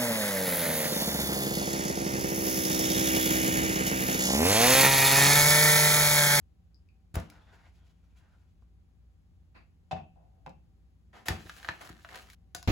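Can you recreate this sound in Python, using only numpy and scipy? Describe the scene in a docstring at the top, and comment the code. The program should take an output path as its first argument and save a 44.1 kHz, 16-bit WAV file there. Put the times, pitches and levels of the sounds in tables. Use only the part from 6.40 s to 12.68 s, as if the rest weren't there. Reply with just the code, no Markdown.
"""A foil pouch of grain powder is set down on a kitchen table, rummaged in, put down again and pressed:
its creases crack, its film crinkles and its weight thumps the table. Early on, the last milk drips into a
plastic shaker cup, ringing tiny bubbles. Midway, a spoonful plops in and the wooden spoon taps the cup,
ringing its wall and the air inside. At the end a wire whisk ball clicks on the rim. A low appliance hum
fills the small room, and everything is heard through a phone close by."""
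import sys
import numpy as np
from scipy import signal
from scipy.fft import rfft, irfft, next_fast_len
from scipy.io import wavfile

SR = 44100
rng = np.random.default_rng(int(sys.argv[2]) if len(sys.argv) > 2 else 0)


def dump(signal):
    """Clip the signal to [-1, 1] and save it as 16-bit WAV at the path in sys.argv[1]."""
    limited = np.clip(np.atleast_2d(signal).T, -1, 1)
    pcm = np.round(limited * 32767).astype(np.int16)
    wavfile.write(sys.argv[1], SR, pcm)


N = 276751
SIZE = 2 ** 15  # samples in one short sound or echo
TIME = np.arange(N) / SR
HZ = np.maximum(np.arange(SIZE // 2 + 1) * SR / SIZE, 1)

# The pouch is set down:
# (time [s], brushing before [s], delay of the thump [s], film level [dB], knock [dB], thump [dB])
LANDINGS = [(0.7542, .013, 0.0124, -41, -35.5, -23.5), (4.885, 0.03, 0.02, -36, -38, -27)]
# A fold gives way: (time [s], level [dB], crumbling time [s], treble edge [Hz])
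FOLDS = [(4.728, -49.5, 0.043, 4500), (4.751, -49.5, 0.05, 5850), (5.407, -43.5, 0.021, 8700),
         (5.445, -49, 0.017, 12200), (5.491, -49.5, 0.0058, 11600), (5.750, -46.5, 0.028, 8900)]
# Creases crack, and the spoon ticks once inside the pouch (the 2.223 s row): (time [s], level [dB], tilt
# [dB/octave], treble edge [Hz], stiffness [pitch factor])
CRACKS = [(0.7997, -56, 9.5, 6960, 0.5), (0.901, -56.5, 10, 6000, 1.27), (2.223, -73, -6.5, 1410, 0.73),
          (4.8844, -27.5, 2.2, 17500, 1.16), (5.096, -42, 1, 6400, .92), (5.247, -42, -0.5, 5000, 1.02),
          (5.288, -29.5, -2, 5570, 1), (5.591, -64.5, -6, 7840, 1), (5.6481, -45.5, -2.5, 4500, 0.94),
          (5.69, -50.5, -0.5, 10000, 1.1), (5.7572, -46.5, 4, 9500, 1.04), (5.901, -54, 4, 9960, 1.24),
          (5.933, -59.5, 5.5, 12100, 0.98)]
# The spoon digs in the pouch: (time [s], hold [s], level [dB], pitch of the scraped patch [Hz])
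SCOOPS = [(0.83, 0.14, -62, 1330), (0.987, 0.032, -63, 3500), (1.052, 0.1, -61.5, 1650),
          (1.179, 0.033, -59.5, 2100), (1.35, 0.13, -74.5, 3200), (1.55, .18, -84, 2400),
          (1.747, 0.079, -68.5, 1600), (1.862, 0.087, -72, 1370)]
# Rubbing strokes: (time [s], hold [s], level [dB])
SPOON_PULL_OUT = [(3.144, 0.019, -53.5)]
PRESSES = [(4.9, 0.18, -57), (5.15, 0.16, -52.5), (5.41, 0.028, -50.5), (5.67, 0.082, -48.5)]
FILM_SLIPS = [(4.9, 0.25, -62), (5.14, 0.11, -57.5), (5.29, 0.19, -62), (5.52, 0.29, -67.5),
              (5.69, 0.25, -67.5)]
POWDER_SLIDES = [(3.755, 0.067, -67)]
# Light bumps on the table: (time [s], level [dB])
BUMPS = [(4.95, -44), (5.057, -48), (5.292, -40.5), (5.503, -44), (6.151, -48.5)]
# A pouch corner meets the table before the full weight: (time [s], level [dB], treble edge [Hz])
CORNERS = [(.742, -34, 84), (4.888, -35, 430)]
# The spoon taps the cup: (time [s], level [dB], treble edge [Hz])
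TAPS = [(4.063, -45, 1650), (4.0937, -66.5, 7050)]
# Drops of milk: (time [s], bubble pitch [Hz], level [dB], ring width [Hz])
DRIPS = [(.345, 4970, -71, 268), (0.488, 2500, -76, 151)]
# The whisk ball clicks: (time [s], level [dB], rattling time [s])
WHISK_CLICKS = [(6.148, -37.5, 0.0034), (6.1615, -49.5, .006), (6.228, -50, 0.0013)]

# Modes, the notes a thing rings at; narrow ones ring longer: (pitch [Hz], width [Hz], level [dB])
POUCH_MODES = [(447, 1600, 0), (755, 55, 7), (1290, 300, 2.5), (1755, 130, 2), (2110, 160, -1),
               (3115, 320, -5.5), (4030, 540, -11), (6520, 13000, -23), (12300, 12000, -5.5)]
CREASE_MODES = [(728, 110, -1), (1280, 250, -1.5), (1597, 150, 6.5), (1790, 98, 4.5), (2180, 110, -4),
                (3030, 570, -8.5), (4110, 410, -8), (7300, 5900, -19), (10380, 2500, -25.5)]
HOLLOW_MODES = [(458, 630, 0), (783, 330, 4), (1450, 180, 6), (1680, 220, -14), (3800, 500, -15)]  # the space inside the open pouch
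TABLE_MODES = [(67, 15, 0.5), (91.1, 10.4, 1.5), (163.3, 7.9, -5.5), (298, 11, -7.5), (341.4, 27, -10.5)]
CUP_AIR_MODES = [(650, 130, -2.5), (756, 41, 5), (848, 26, -3.5)]  # the air above the milk
CUP_WALL_MODES = [(85.6, 4.8, 11.5), (158.8, 17, 5.5), (1580, 400, -22), (2610, 26, -9), (2670, 310, -21),
                  (3580, 440, -24), (5100, 870, -30)]
WHISK_MODES = [(703, 77, 3.5), (1290, 3200, -8.5), (1495, 14, 10.5), (5080, 1700, -6), (7600, 3500, -13.5),
               (11000, 7800, -13), (14900, 1300, -9)]

# Tone curves, from bass to treble: (frequency [Hz], level [dB])
SWISH_TONE = [(200, -1), (2600, -2.5), (3200, -18.5), (4600, -11.5), (5600, -29), (16000, -40)]
FILM_TONE = [(500, -8.5), (2500, 11.5), (8000, 4.5), (16000, 0)]
RUMBLE_TONE = [(20, -36), (40, -3.5), (58, 2.5), (85, -0.5), (120, -8), (175, -9.5), (400, -25.5),
               (760, -34.5), (4000, -45.5), (15000, -57.5)]
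ECHO_TONE = [(40, -23), (220, 7), (450, 1.5), (750, 2), (1400, -1.5), (3000, 0.5), (6000, -0.5),
             (16000, -8.5)]
# How long the room echoes: (frequency [Hz], time to fade by 60 dB [s])
ECHO_TIMES = [(150, 0.44), (500, 0.29), (2000, 0.21), (2650, .38), (3700, 0.22)]
# The appliance hums: (pitch [Hz], level [dB])
HUM_NOTES = [(59.2, -63), (86.1, -67.5), (172.3, -75.5)]
# The left microphone is the brighter one: (frequency [Hz], left minus right [dB])
MIC_BALANCE = [(1300, 1), (4000, 3)]


def pouch(room):
    """Creases crack and crumple, the powder lands with a knock, and the stiff film is rubbed."""
    folds = [blow(s, db, tilt_db=-2, edge_hz=edge_hz, crumble_s=crumble_s)
             for s, db, crumble_s, edge_hz in FOLDS]
    for s, brush_s, _, film_db, _, _ in LANDINGS:
        folds += landing(s, brush_s, film_db)
    crumples = strike(folds, POUCH_MODES, clean_s=0.00026, rise=0.21, low_hz=284, side_db=-4)
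    cracks = crease_cracks()
    weights = [blow(s + 0.0031, knock_db, tilt_db=-1.5, edge_hz=900, crumble_s=0.015)
               for s, _, _, _, knock_db, _ in LANDINGS]
    knocks = strike(weights, HOLLOW_MODES, clean_s=0.00074, rise=1, low_hz=150, side_db=-4)
    pull = strokes(SPOON_PULL_OUT, attack_s=0.014, release_s=0.035)
    swish = rub(pull, spectrum(SWISH_TONE), uneven_db=-1.5, patchy_db=1.5, side_db=0.5)
    press = strokes(PRESSES, attack_s=0.043, release_s=0.087)
    creasing = amp(-5.5) * flex(press)
    slips = strokes(FILM_SLIPS, attack_s=0.075, release_s=0.042)
    crinkle = rub(slips, spectrum(FILM_TONE), uneven_db=2, patchy_db=2, side_db=-6.5)
    film = crumples + knocks + rummage() + swish + creasing + crackle(press) + crinkle
    sound = place(cracks, room, pan_db=-1.5, wet_db=-7) + place(film, room, pan_db=-1, wet_db=-8.5)
    return sound * np.clip((5.95 - TIME) / 0.0014, 0, 1)  # falls silent at 5.95 s


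def landing(s, brush_s, film_db):
    """The pouch's bottom brushes the table, slaps flat, then crumples under the powder's weight."""
    return [blow(s - brush_s, film_db - 3, tilt_db=0.5, edge_hz=9100, crumble_s=1.26 * brush_s),
            blow(s, db=-37.5, tilt_db=-1.5, edge_hz=SR, crumble_s=0.0033),
            blow(s + 0.008, film_db, tilt_db=-2, edge_hz=5100, crumble_s=0.039)]


def crease_cracks():
    """Single creases snap, and the spoon ticks once inside the pouch; the stiffer the crease, the higher it
    rings."""
    out = 0
    for s, db, tilt_db, edge_hz, stiffness in CRACKS:
        snap = blow(s, db, tilt_db, edge_hz, crumble_s=0.0037)
        modes = stiffen(CREASE_MODES, stiffness)
        out += strike([snap], modes, clean_s=0.0049, rise=0.31, low_hz=330, side_db=-2)
    return out


def flex(pressure):
    """Three patches of film, each of its own stiffness, rub unevenly, so the ringing keeps shifting."""
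    out = 0
    for stiffness in (0.982, 1, 1.018):
        patch = resonances(stiffen(POUCH_MODES, stiffness, damping=0.5), tilt_db=1, edge_hz=3100)
        out += rub(pressure, patch, uneven_db=5, patchy_db=5.5, side_db=-9)
    return out / np.sqrt(3)


def crackle(pressure, pops_per_s=170):
    """Tiny creases pop one by one while the film is pressed."""
    popping = rng.random(N) < pops_per_s / SR
    pops = popping * rng.standard_normal((2, N)) * np.sqrt(SR / pops_per_s)
    ring = response(resonances(CREASE_MODES, tilt_db=5, edge_hz=4300))
    return amp(-3) * convolve(pops * pressure, ring)


def rummage():
    """Each scoop scrapes another patch of the pouch and rings its hollow; powder sifts over the film."""
    digging = total_effort = 0
    for s, hold_s, db, patch_hz in SCOOPS:
        effort = strokes([(s, hold_s, db)], attack_s=0.045, release_s=0.059)
        patch = resonances(HOLLOW_MODES + [(patch_hz, 300, 4)], edge_hz=5500)
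        digging += rub(effort, patch, uneven_db=3.5, patchy_db=3, side_db=-7.5)
        total_effort += effort
    sifting = amp(-50) * total_effort ** 0.4  # gains 0.4 dB for each dB of effort
    soft_hiss = spectrum(FILM_TONE) / (1 + (HZ / 13000) ** 2)
    return digging + rub(sifting, soft_hiss, uneven_db=3.5, patchy_db=6, side_db=-6)


def table(room):
    """The heavy pouch and the handled cup thump the table top; heavier loads sound duller."""
    loads = BUMPS + [(s + delay_s, thump_db) for s, _, delay_s, _, _, thump_db in LANDINGS]
    heavy_db = -34  # thumps lighter than this tilt toward the treble
    blows = [blow(s, db, tilt_db=0.37 * (heavy_db - db), edge_hz=280, crumble_s=0.0007)
             for s, db in loads]
    blows += [blow(s, db, tilt_db=4, edge_hz=edge_hz, crumble_s=0.00072) for s, db, edge_hz in CORNERS]
    thumps = strike(blows, TABLE_MODES, clean_s=0.015, rise=0.3, low_hz=45, side_db=-12)
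    return place(thumps, room, pan_db=0, wet_db=-11)


def cup(room):
    """Powder and spoon ring the cup's wall and the air above the milk, out through the open top."""
    before = CUP_WALL_MODES + CUP_AIR_MODES
    # The spoonful raises the milk and so the air's pitch; the spoon damps the ringing.
    after = CUP_WALL_MODES + stiffen(CUP_AIR_MODES, 1.06, damping=2.5)
    splat = strike(plop(), before, clean_s=0.0028, rise=0.13, low_hz=50.6, side_db=-0.5)
    knocks = strike(spoon_taps(), after, clean_s=0.0015, rise=0.27, low_hz=50, side_db=1.5)
    slide = strokes(POWDER_SLIDES, attack_s=0.0041, release_s=0.15)
    slide_tone = resonances(before, tilt_db=4.5, edge_hz=430)
    powder = rub(slide, slide_tone, uneven_db=2, patchy_db=-3, side_db=1)
    open_cup = response(resonances([(770, 6.8, 0)], tilt_db=3, edge_hz=970))
    faint_note = amp(-89.5) * convolve(grains(N, side_db=-2.3), open_cup)
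    return place(splat + knocks + powder, room, pan_db=0, wet_db=-6) + faint_note


def plop(s=3.5115):
    """A spoonful splats on the milk, sinks with a hollow gulp, and loose crumbs follow."""
    return [blow(s, db=-30, tilt_db=1, edge_hz=4200, crumble_s=0.013),
            blow(s + 0.018, db=-32.5, tilt_db=-2, edge_hz=1160, crumble_s=0.00054),
            blow(s + 0.048, db=-43, tilt_db=2, edge_hz=2600, crumble_s=0.025)]


def spoon_taps(gap_s=0.0071, loss_db=0.5, softening=0.38):
    """The spoon knocks the wall and chatters against it, each bounce duller than the last."""
    return [blow(s + k * gap_s, db - k * loss_db, tilt_db=6, edge_hz=edge_hz * softening ** k,
                 crumble_s=0.0022)
            for s, db, edge_hz in TAPS for k in range(3)]


def whisk(room):
    """The wire ball, damped by the fingers, clicks and rattles against the plastic rim."""
    blows = [blow(s, db, tilt_db=-1, edge_hz=11300, crumble_s=rattle_s)
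             for s, db, rattle_s in WHISK_CLICKS]
    clicks = strike(blows, WHISK_MODES, clean_s=0.0005, rise=0.1, low_hz=564, side_db=-6)
    return place(clicks, room, pan_db=0.5, wet_db=-5.5)


def drips(room):
    """Each last drop of milk splashes and traps a tiny ringing bubble."""
    out, t = np.zeros((2, N)), TIME[:SIZE]
    splash_ring = response(resonances([(4600, 400, 0)]))
    for s, hz, db, width in DRIPS:
        bubble = unit(np.sin(2 * np.pi * hz * t) * t * np.exp(-2 * np.pi * width * t))
        splash = convolve(grains(SIZE) * np.exp(-t / 0.0016), splash_ring)
        add(out, s, db, bubble + amp(-9) * unit(splash))
    return place(out, room, pan_db=11, wet_db=-0.5)


def kitchen_echo():
    """Dense echoes off the walls; the bass lasts longest and is alike in left and right."""
    t = TIME[:SIZE]
    centres, fade_times = np.transpose(ECHO_TIMES)
    mid, side = rfft(rng.standard_normal((2, SIZE)))
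    apart = HZ ** 2 / (HZ ** 2 + 300 ** 2)
    noise = (mid + apart * np.array([side, -side])) / np.sqrt(1 + apart ** 2)
    tail = 0
    for share, fade_s in zip(np.eye(len(centres)), fade_times):
        band = np.interp(np.log(HZ), np.log(centres), share)
        tail += irfft(noise * band) * amp(-60 * t / fade_s)
    tail = unit(tail * (1 - np.exp(-t / 0.0018)))
    return convolve(tail, response(spectrum(ECHO_TONE)))


def background():
    """Steady rumble and faint hiss, with the wavering hum of an appliance."""
    tone = spectrum(RUMBLE_TONE)
    rumble = amp(-62) * convolve(grains(N, side_db=-7), response(tone))
    wide_hiss = amp(-78) * convolve(grains(N, side_db=25), response(tone * HZ / (HZ + 600)))
    hum = sum(amp(db) * np.sqrt(2) * np.sin(2 * np.pi * hz * TIME + 0.55 * wander(per_s=4.6))
              for hz, db in HUM_NOTES)
    return rumble + wide_hiss + hum


def blow(s, db, tilt_db, edge_hz, crumble_s):
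    """One hit: its time, level, tilt per octave, treble edge and the time it takes to crumble."""
    return s, db, tilt_db, edge_hz, crumble_s


def strike(blows, modes, clean_s, rise, low_hz, side_db):
    """Hits ring a body: those shorter than clean_s are mostly one pulse, longer ones turn grainy."""
    out, t = np.zeros((2, N)), TIME[:SIZE]
    bass_cut = 1 / np.sqrt(1 + (low_hz / HZ) ** 2)  # small things give off little bass
    for s, db, tilt_db, edge_hz, crumble_s in blows:
        contact = np.exp(-t / crumble_s) * (1 - np.exp(-t / (rise * crumble_s)))
        force = unit(grains(SIZE, uneven_db=0.99, side_db=side_db) * contact) * crumble_s / clean_s
        force[:, 0] += 1  # the clean pulse
        ring = response(bass_cut * resonances(modes, tilt_db, edge_hz))
        add(out, s, db, convolve(force, ring))
    return out


def strokes(rows, attack_s, release_s):
    """Pressure of rubbing strokes: each builds up, holds and lets go."""
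    out = 0
    for s, hold_s, db in rows:
        age = np.maximum(TIME - s, 0)
        build_up = 1 - np.exp(-age / attack_s)
        let_go = np.exp(-np.maximum(age - hold_s, 0) / release_s)
        out += amp(db) * build_up * let_go
    return out


def rub(pressure, tone, uneven_db, patchy_db, side_db):
    """Sliding: dense grains catch and slip, their level wandering by about patchy_db."""
    grip = amp(patchy_db * np.clip(wander(per_s=45), -2, 2))
    grip /= np.sqrt(np.mean(grip ** 2))
    return convolve(grains(N, uneven_db, side_db) * pressure * grip, response(tone))


def grains(size, uneven_db=0, side_db=0):
    """Noise of tiny contacts; uneven_db varies their strength, side_db widens the stereo."""
    mid, side = rng.standard_normal((2, size))
    strength = amp(uneven_db * np.minimum(rng.exponential(size=size), 6))
    stereo = mid + amp(side_db) * np.array([side, -side])
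    return unit(strength * stereo) * np.sqrt(size)


def wander(per_s):
    """A smooth random drift with a spread near one."""
    knots = np.arange(0, N / SR + 1, 1 / per_s)
    return np.interp(TIME, knots, rng.standard_normal(len(knots)))


def stiffen(modes, factor, damping=1):
    """The same modes, moved in pitch by a factor and widened by damping."""
    return [(hz * factor, width * damping, db - 10 * np.log10(damping)) for hz, width, db in modes]


def resonances(modes, tilt_db=0, edge_hz=SR):
    """Tone curve of a ringing body, tilted by tilt_db per octave and dulled above edge_hz."""
    power = sum(amp(db) ** 2 / (1 + ((HZ ** 2 - hz ** 2) / (HZ * width)) ** 2)
                for hz, width, db in modes)
    octaves = np.log2(np.maximum(HZ, modes[0][0]))
    return np.sqrt(power / (1 + (HZ / edge_hz) ** 4)) * amp(tilt_db * octaves)


def spectrum(points, hz=HZ):
    """Tone curve drawn through (frequency [Hz], level [dB]) points."""
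    point_hz, db = np.transpose(points)
    return amp(np.interp(np.log(hz), np.log(point_hz), db))


def response(tone):
    """The ring that one sharp click leaves in a body with this tone curve."""
    cepstrum = irfft(np.log(tone / tone.max() + 1e-6))
    cepstrum[1:SIZE // 2] *= 2  # folded forward, so nothing rings before the click
    cepstrum[SIZE // 2 + 1:] = 0
    return unit(irfft(np.exp(rfft(cepstrum))))


def convolve(x, ring):
    """Send each channel through a ring or echo, keeping the length."""
    return signal.fftconvolve(np.atleast_2d(x), np.atleast_2d(ring), axes=-1)[:, :x.shape[-1]]


def place(x, room, pan_db, wet_db):
    """Direct sound leaning left by pan_db, plus the room's echo at wet_db."""
    direct = x * amp(np.array([[pan_db], [-pan_db]]) / 2)
    return direct + amp(wet_db) * convolve(x.mean(axis=0), room)


def add(out, s, db, sound):
    """Mix in a sound at time s, with the energy of 10 ms at this level."""
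    start = int(s * SR)
    out[:, start:start + SIZE] += (amp(db) * np.sqrt(SR / 100) * unit(sound))[:, :N - start]


def amp(db):
    """Decibels to gain."""
    return 10 ** (np.asarray(db) / 20)


def unit(x):
    """Scale to an average energy of one per channel."""
    return x / np.sqrt(np.mean(np.sum(x ** 2, axis=-1)))


def scene():
    """All sources share the one room."""
    room = kitchen_echo()
    return pouch(room) + table(room) + cup(room) + drips(room) + whisk(room) + background()


def record(dry, shared_hz=6500, lag_s=0.000224, top_hz=16000):
    """The phone's high treble is one signal, flipped and slightly late on the right; the top is cut."""
    size = next_fast_len(N + SIZE)
    left, right = rfft(dry, size)
    hz = np.arange(len(left)) * SR / size
    lean = np.sqrt(spectrum(MIC_BALANCE, np.maximum(hz, 1)))
    left, right = left * lean, right / lean
    blend = np.pi / 2 * np.clip((hz - shared_hz) / 3000 + 0.5, 0, 1)
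    late_left = left * np.exp(-2j * np.pi * hz * lag_s)
    right = np.cos(blend) * right - np.sin(blend) * late_left
    sound = irfft(np.array([left, right]), size)[:, :N]
    return signal.sosfilt(signal.ellip(8, 0.2, 70, top_hz, fs=SR, output="sos"), sound)


dry = scene()
out = record(dry)
dump(out)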